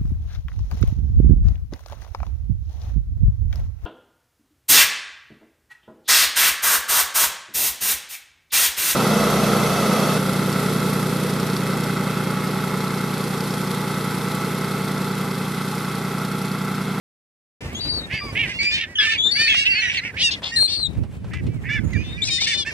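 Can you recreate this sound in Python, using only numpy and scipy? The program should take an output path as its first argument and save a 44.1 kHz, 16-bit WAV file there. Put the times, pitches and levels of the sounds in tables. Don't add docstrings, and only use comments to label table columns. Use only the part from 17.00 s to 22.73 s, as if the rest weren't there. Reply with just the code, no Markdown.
import sys
import numpy as np
from scipy import signal
from scipy.fft import rfft, irfft, next_fast_len
from scipy.io import wavfile
from scipy.ndimage import map_coordinates

SR = 44100
rng = np.random.default_rng(int(sys.argv[2]) if len(sys.argv) > 2 else 0)


def wav_record(signal):
    frames = np.transpose(np.atleast_2d(signal))
    bounded = np.clip(frames, -1, 1)
    quanta = np.round(bounded * 32767).astype(np.int16)
    wavfile.write(sys.argv[1], SR, quanta)


N = 252693
TIME = np.arange(N) / SR


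def near_gulls(squeal_arch=3.2, squawk_arch=52, squeal_peak=0.27, squawk_peak=0.45, peak_shift=0.034):
    # (start [s], end [s], pitch [Hz], glide [semitones], level [dB],
    # overtone [dB], lead at the left port [ms])
    squeals = [(0.745, 0.799, 3390, 1.6, -34.5, -4.5, -0.47), (0.806, 1.005, 4630, -0.7, -26.5, -25, -.13),
               (0.793, 1.061, 4004, -0.9, -36.5, -51.5, -.13), (1.13, 1.325, 4790, 1, -40, -37, -0.046),
               (1.208, 1.315, 1147, -2, -42, 2.5, 0.017), (1.587, 1.739, 2368, 1.75, -21.5, -6.5, -0.52),
               (1.815, 1.857, 1845, -1.5, -32.5, -6, -0.067), (1.953, 2.011, 2955, -3, -25, -16.5, -0.11),
               (1.983, 2.052, 1651, -2, -25, 6, -0.065), (2.015, 2.142, 1784, 0.6, -23.5, -11.5, -0.049),
               (2.148, 2.194, 2284, 1.4, -34, -15, 0.065), (2.176, 2.245, 3410, -0.1, -22, -20.5, -0.48),
               (2.225, 2.327, 3604, 0.4, -20.5, -15.5, -0.53), (2.311, 2.494, 4550, -0.5, -22, -21, -0.5),
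               (2.362, 2.486, 1806, 1.3, -28, -8, -0.054), (2.492, 2.556, 3300, -1, -19, -20, -.48),
               (2.545, 2.644, 2787, -1.4, -20.5, -18, -0.513), (2.661, 2.744, 2716, 1.3, -19, -37, -0.51),
               (2.699, 2.822, 4490, -1.5, -29, -35.5, -.46), (2.802, 2.95, 2940, -1, -35.5, -5.5, -.53),
               (2.816, 2.89, 1940, -0.4, -25, -15, -0.028), (2.971, 3.005, 2110, -3, -30, -2, 0.021),
               (3.559, 3.671, 4215, 0, -18, -12, -0.54), (3.673, 3.83, 4570, -0.5, -31.5, -19, -0.49),
               (3.655, 3.854, 4250, -0.7, -28, -19, -0.56), (3.825, 3.875, 3904, -2.5, -22.5, -17.5, -0.57),
               (4.686, 4.8, 1751, -0.4, -32, -11.5, 0), (4.842, 5.087, 6550, -2.5, -53.5, -26, .03),
               (4.927, 4.98, 1857, -5, -32.5, -19, -0.061), (4.949, 5.031, 2420, 1.7, -33.5, -20, -0.059),
               (5.038, 5.176, 3650, 0.4, -42, -20, 0.058), (5.177, 5.26, 2320, -1.9, -36, -25, 0.028),
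               (5.217, 5.247, 3670, 2.5, -23, -11, 0.057), (5.273, 5.313, 2410, -2.5, -29, -25, .02),
               (5.379, 5.464, 2280, 5.5, -28.5, -14, 0.071)]
    # (start [s], end [s], pitch [Hz], glide [semitones], level [dB],
    # throat resonance [Hz], treble [dB], rasp [0-1], lead at the left port [ms])
    squawks = [(1.095, 1.213, 442, 1, -28, 2340, -21, 0.8, 0),
               (1.347, 1.474, 464, -0.4, -22, 2538, -27, 0.8, -0.042),
               (1.467, 1.538, 414, 1.5, -31, 2170, -12.5, 0.76, 0.1),
               (1.606, 1.679, 337, -0.5, -32.5, 2400, -5.5, 0.9, -0.5),
               (1.702, 1.804, 612.5, 0, -23.5, 2783, -14, .55, -.16),
               (1.751, 1.865, 457.6, 2, -28.5, 2590, -18.5, 0.9, -0.048),
               (1.994, 2.085, 468, 0.5, -23.5, 2650, -11.5, 0.89, -0.067),
               (2.015, 2.152, 598, 1, -26.5, 2380, -12, 0.6, -0.097),
               (2.085, 2.179, 447, -1, -24.5, 2720, -14, .8, 0.47),
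               (2.348, 2.499, 609.4, 1, -22.5, 2350, -7.5, 0.5, -0.062),
               (2.469, 2.574, 441, -3.5, -19.5, 2480, -16.5, .75, -0.48),
               (2.54, 2.657, 559, 1.5, -25.5, 2740, -8, .45, -0.47),
               (2.643, 2.691, 422, 1.5, -24.5, 2980, -15, 0.6, 0.091),
               (2.724, 2.82, 421.4, 3.5, -22.5, 2293, -23.5, .5, 0.41),
               (2.813, 2.889, 379.3, -3.5, -23.5, 2360, -17.5, 0.66, -0.085),
               (2.878, 2.935, 329, 2, -25, 2460, -22, 0.8, 0.11),
               (2.936, 3.011, 388.7, -3.5, -25.5, 2430, -19, .8, 0.1),
               (3.028, 3.115, 382, -2.2, -31, 2270, -28, 0.89, 0.083),
               (3.162, 3.242, 401.5, 10, -22.5, 3000, -12, 0.5, -0.062),
               (3.222, 3.309, 930.4, -1.66, -19.5, 3200, -4.5, 0.41, 0.32),
               (3.303, 3.361, 383, -4.5, -26, 3650, -14.5, 0.5, -0.31),
               (3.425, 3.514, 347.4, -3, -30.5, 3400, -16, 0.7, -0.25),
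               (3.462, 3.525, 370, 1.5, -39, 4450, -7, 0.5, -.235),
               (3.513, 3.607, 950, -2, -29, 2100, -10, .6, 0.543),
               (3.672, 3.777, 466.5, 0.9, -31, 3660, -8, 0.6, 0.086),
               (4.302, 4.416, 341.6, 2.5, -39, 2217, -22, 0.8, 0),
               (4.633, 4.71, 322, 3.5, -34, 2080, -34, 0.67, 0),
               (4.687, 4.802, 582.7, -1.5, -25, 2052, -22, .65, 0),
               (5.232, 5.311, 571, 0.5, -28, 4600, -5, 0.8, 0.074),
               (5.296, 5.408, 617.5, -1, -23.5, 3480, -1, 0.3, 0.57),
               (5.395, 5.479, 416, -1, -25, 4350, -8.5, 0.8, .089),
               (5.408, 5.46, 605, -2, -27, 3570, -16, .4, 0.085),
               (5.458, 5.522, 605, 0, -27, 3650, -15, 0.6, 0.063),
               (5.461, 5.552, 471, -1.5, -23.5, 2290, -5, 0.8, 0.48),
               (5.516, 5.576, 598, 0.5, -25, 3630, -6.5, .4, -0.048),
               (5.565, 5.646, 590, -1.5, -25.5, 3680, -5, 0.4, -0.061),
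               (5.647, 5.722, 903, -1.5, -30, 2050, -12.5, 0.9, -0.035)]
    out = np.zeros((2, N))
    for start, end, pitch_hz, glide, db, overtone_db, lead_ms in squeals:
        length = end - start
        pitches = contour(pitch_hz, glide, squeal_arch * length)
        call = squeal(length, pitches, squeal_peak + peak_shift * glide, overtone_db)
        add(out, start, undb(db) * call, lead_ms=lead_ms)
    for start, end, pitch_hz, glide, db, throat_hz, treble_db, rasp, lead_ms in squawks:
        length = end - start
        pitches = contour(pitch_hz, glide, squawk_arch * length * rasp ** 2)
        call = squawk(length, pitches, squawk_peak + peak_shift * glide, throat_hz, treble_db, rasp)
        add(out, start, undb(db) * call, lead_ms=lead_ms)
    return out


def squeal(length, pitches, peak, overtone_db, waver=0.0037, shimmer=0.18, third_db=-17,
           hiss_db=-25, buzz_db=-15, buzz_hz=440, flutter_db=2):
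    hz, swell = gesture(length, pitches, peak, edge_s=0.0058, taper=1.0)
    n = len(hz)
    hz = hz * (1 + waver * walk(n, 32.8) + 0.009 * walk(n, 244))
    swell = swell * undb(flutter_db * walk(n, 26.7))
    phase = 2 * np.pi * np.cumsum(hz) / SR
    partials_db = [0, overtone_db, overtone_db + third_db]
    tone = sum(undb(db) * np.sin(k * phase) for k, db in enumerate(partials_db, 1))
    buzz_phase = 2 * np.pi * np.cumsum(buzz_hz * (1 + 0.15 * walk(n, 44))) / SR
    buzz = undb(buzz_db) * np.sin(buzz_phase)
    hiss = undb(hiss_db) * walk(n, 460) * np.cos(phase)
    return np.sqrt(2) * swell * (tone * (1 + shimmer * walk(n, 81.3) + buzz) + hiss)


def squawk(length, pitches, peak, throat_hz, treble_db, rasp, shimmer=0.57, doubling=0.39,
           lock_db=3, sag=0.0562, follow=0.49):
    hz, swell = gesture(length, pitches, peak, edge_s=0.014, taper=2.27)
    hz = hz * (1 - sag * np.exp(-3 * swell))
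    n, rough = len(hz), np.clip(rasp, 0, 1) ** 2
    jitter = .009 * rough * walk(n, 110) + .006 * walk(n, 30)
    phase = 2 * np.pi * np.cumsum(hz * (1 + jitter)) / SR
    pulses = unit(sum(np.cos(k * phase) for k in range(1, int(12000 / hz.max()) + 1)))
    pulses = pulses * (1 + rough * (shimmer * walk(n, 145.7) + doubling * np.cos(phase / 2)))
    puffs = .35 * rough * unit((1 + np.cos(phase)) * rng.standard_normal(n))
    clock = np.cumsum((hz / hz[n // 2]) ** follow)
    ticks = np.interp(np.arange(int(clock[-1]) + 2), clock, np.arange(n))
    source = map_coordinates(pulses + puffs, [ticks])
    voice = map_coordinates(throat(windpipe(source), throat_hz, treble_db), [clock])
    closed = shape(voice, lambda f: 1 / (1 + (f / throat_hz) ** 6))
    voice = closed + (swell / swell.max()) ** 2 * (voice - closed)
    harmonic = np.round(throat_hz / pitches[1])
    locked = np.sqrt(2) * np.sin(harmonic * phase) * (1 + rough * walk(n, 116))
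    return swell * unit(voice + undb(lock_db) * max(1 - rasp, 0) * locked)


def throat(source, throat_hz, treble_db, width=0.33, widen=0.005, pipe_hz=1780, pipe_db=-16,
           skirt_db=-30, bill_hz=5300, bill_width=0.18, top_db=-9):
    width = max(width + widen * treble_db, .1)

    def formants(f):
        peaks = bell(f, throat_hz, width) + undb(pipe_db) * bell(f, pipe_hz, 0.046)
        return peaks / (1 + (1500 / f) ** 16) + undb(skirt_db) * bell(f, 824, 0.14)
    body = shape(source, formants)
    top_gain = undb(top_db + treble_db / 2)
    treble = shape(source, lambda f: bell(f, bill_hz, bill_width) + top_gain * bell(f, 8220, 0.15))
    return unit(unit(body) + undb(treble_db + 0.5) * unit(treble))


def windpipe(source):
    round_trips_s = rng.uniform([[.0003], [.0007]], [[.0006], [.0012]])

    def echoes(f):
        delays = np.exp(-2j * np.pi * f * round_trips_s)
        return np.prod((.5 + delays) / (1 + .5 * delays), axis=0)
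    return shape(source, echoes)


def contour(pitch_hz, glide, arch):
    return pitch_hz * 2 ** (np.array([-glide / 2 - arch, 0, glide / 2 - arch]) / 12)


def gesture(length, pitches, peak, edge_s, taper):
    progress = np.linspace(0, 1, int(max(length, .02) * SR))
    hz = np.polyval(np.polyfit([0, .5, 1], pitches, 2), progress)
    from_edge_s = np.minimum(progress, 1 - progress) * length
    edges = np.sin(np.pi / 2 * np.clip(from_edge_s / edge_s, 0, 1))
    return hz, unit(edges * np.exp(-taper * (progress - peak) ** 2))


def claps(dull_hz=7000):
    # (time [s], peak level [dB], band centre [Hz], time to decay by 60 dB [s])
    strikes = [(2.255, -31, 265, 0.18), (2.415, -29, 220, 0.052), (2.545, -13.5, 1770, 0.022),
               (2.945, -33, 8000, 0.009), (3.419, -30, 890, 0.46), (3.627, -25, 690, 0.019),
               (4.036, -34, 580, 0.096), (4.244, -35, 700, 0.067), (4.335, -23.5, 1670, 0.091),
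               (4.467, -35.5, 2480, 0.069), (4.934, -29, 2580, 0.036), (5.418, -27, 1010, 0.033)]
    out, t = np.zeros((2, N)), TIME[:SR // 10]
    for start, db, centre_hz, t60 in strikes:
        def band(f):
            return 1 / (1 + 1j * (f / centre_hz - centre_hz / f)) / (1 + 1j * f / dull_hz) ** 2
        burst = rng.standard_normal(len(t)) * undb(-60 * t / t60)
        crack = shape(burst, band)
        add(out, start, undb(db) * crack / np.abs(crack).max())
    return out


def far_gulls(count=44):
    # (time [s], level [dB])
    crowd_levels = [(.6, -40.5), (1.2, -47.5), (1.55, -34.5), (1.9, -44), (2.6, -27.5), (3.4, -39),
                    (4.1, -65), (4.6, -52), (5.7, -34)]
    out = np.zeros((2, N))
    for k, (when, length, pitch, throat_size, side, bend) in enumerate(rng.random((count, 6))):
        pitches = (300 + 480 * pitch ** 2) * np.array([.7 + .2 * bend, 1, .76])
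        throat_hz = 1800 + 1100 * throat_size
        call = squawk(.11 + .14 * length, pitches, .5, throat_hz, treble_db=-11, rasp=.55)
        start = (k + when / 2) / count * N / SR
        add(out, start, call, pan_db=8 * (side - .5), lead_ms=0.59 * (side - .5))
    return unit(out) * undb(curves(crowd_levels)[0])


def wings(count=130, scatter_db=4, murmur=0.48, apart=0.32):
    # (time [s], level [dB])
    flutter_levels = [(.6, -33), (1.5, -34), (1.85, -43), (2.2, -41.5), (3.65, -39), (4.2, -44),
                      (5.73, -38)]
    # (frequency [Hz], gain [dB])
    flutter_spectrum = [(25, -45), (50, 2.5), (90, 5.5), (220, 0), (450, -7.5), (750, -13), (1400, -17),
                        (2500, -19.5), (5000, -30.5), (9000, -30), (15000, -42)]
    beats = np.zeros((2, N))
    for k, (when, length, size, side) in enumerate(rng.random((count, 4))):
        n = int((0.048 + 0.13 * length) * SR)
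        whoosh = np.hanning(n) ** 2 * rng.standard_normal(n) * undb(2 * walk(n, 79.5))
        start = (k + when) / count * N / SR
        add(beats, start, whoosh * undb(scatter_db * size), 6 * (side - .5), 0.53 * (side - .5))
    blur = murmur * rng.standard_normal(N) + apart * rng.standard_normal((2, N))
    return unit(colour(unit(beats) + blur, flutter_spectrum)) * undb(curves(flutter_levels)[0])


def wind(flicker_db=2, eddy_half_s=0.03, eddy_pan_db=-13.5):
    # (time [s], level [dB], left minus right [dB])
    spell = [(3.5, -66, -11), (3.9, -33.5, 18.5), (4.15, -33, -2), (4.35, -28.5, 5), (4.6, -31.5, -3),
             (4.8, -27.5, -14), (5.3, -33.5, -2), (5.55, -48, -11)]
    # (time [s], level [dB])
    eddies = [(4.009, -22), (4.464, -20.5), (4.55, -29), (4.855, -22.5), (4.981, -24.5), (5.082, -32.5)]
    # (frequency [Hz], gain [dB])
    rumble_spectrum = [(20, -32.5), (35, -36), (60, -1), (110, 1), (270, -12.5), (500, -27.5),
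                       (1200, -57.5), (3000, -71)]
    sides = np.array([[.5], [-.5]])
    level_db, pan_db = curves(spell)
    power = undb(level_db + sides * pan_db) ** 2
    for centre_s, db in eddies:
        swell = np.exp(-.5 * ((TIME - centre_s) / eddy_half_s) ** 2)
        power = power + (undb(db + sides * eddy_pan_db) * swell) ** 2
    ports = np.array([rng.standard_normal(N) * undb(flicker_db * walk(N, 26)) for _ in range(2)])
    return unit(colour(ports, rumble_spectrum)) * np.sqrt(power)


def field(x, echo_db=-21, t60=0.19, dull_hz=4500):
    t = TIME[:SR // 2]
    tail = rng.standard_normal((2, len(t))) * undb(-60 * t / t60)
    tail = shape(tail, lambda f: 1 / (1 + 1j * f / dull_hz))
    tail = tail / np.sqrt(np.sum(tail ** 2, axis=1, keepdims=True))
    return x + undb(echo_db) * signal.fftconvolve(x, tail, axes=1)[:, :N]


def phone_body(x):
    # (frequency [Hz], left minus right [dB])
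    imbalance = [(1200, -2.5), (1800, -4), (2400, -5.5), (3000, -3.5), (3600, 8.5), (4200, 7.5),
                 (4900, 6.5), (6200, 6), (7300, -3), (8700, -10.5), (11000, -1)]
    # (frequency [Hz], gain [dB])
    case_response = [(1000, 2), (1700, -1), (2600, 1), (4200, 1.5), (6500, -1.5), (8500, 3), (10500, -2.5),
                     (12600, -7), (14200, 2.5)]
    hz, lean_db = np.transpose(imbalance)
    shares = [2 / (1 + undb(-side * lean_db) ** 2) for side in (1, -1)]
    ports = np.array([colour(port, np.c_[hz, 10 * np.log10(share)]) for port, share in zip(x, shares)])
    return colour(ports, case_response)


def add(out, start, sound, pan_db=0, lead_ms=0):
    i = int(start * SR)
    for channel, side in enumerate((.5, -.5)):
        shifted = shape(sound, lambda f: np.exp(2j * np.pi * f * side * lead_ms / 1000))
        out[channel, i:i + len(shifted)] += undb(side * pan_db) * shifted[:max(N - i, 0)]


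def shape(x, gain):
    size = next_fast_len(x.shape[-1] + 1024)
    hz = np.arange(size // 2 + 1) * SR / size + 1e-3
    return irfft(rfft(x, size) * gain(hz), size)[..., :x.shape[-1]]


def colour(x, points):
    hz, db = np.transpose(points)
    return shape(x, lambda f: undb(np.interp(np.log(f), np.log(hz), db)))


def bell(f, hz, width):
    return np.exp(-.5 * (np.log(f / hz) / width) ** 2)


def walk(size, rate):
    knots = rng.standard_normal(int(2 * rate * size / SR) + 4)
    return map_coordinates(knots, [1 + np.arange(size) * 2 * rate / SR], order=3, mode="nearest")


def curves(rows):
    times, *columns = np.transpose(rows)
    return [np.interp(TIME, times, column) for column in columns]


def undb(db):
    return 10 ** (np.asarray(db) / 20)


def unit(x):
    return x / np.sqrt(np.mean(x ** 2) + 1e-18)


def scene():
    return phone_body(field(near_gulls() + far_gulls() + claps())) + wings() + wind()


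def record(dry, start_s=.606, rise_s=.004, top_hz=15700):
    opened = np.clip((TIME - start_s) / rise_s, 0, 1)
    lowpass = signal.ellip(10, .2, 90, top_hz, fs=SR, output="sos")
    return signal.sosfilt(lowpass, dry * opened)


dry = scene()
out = record(dry)
wav_record(out)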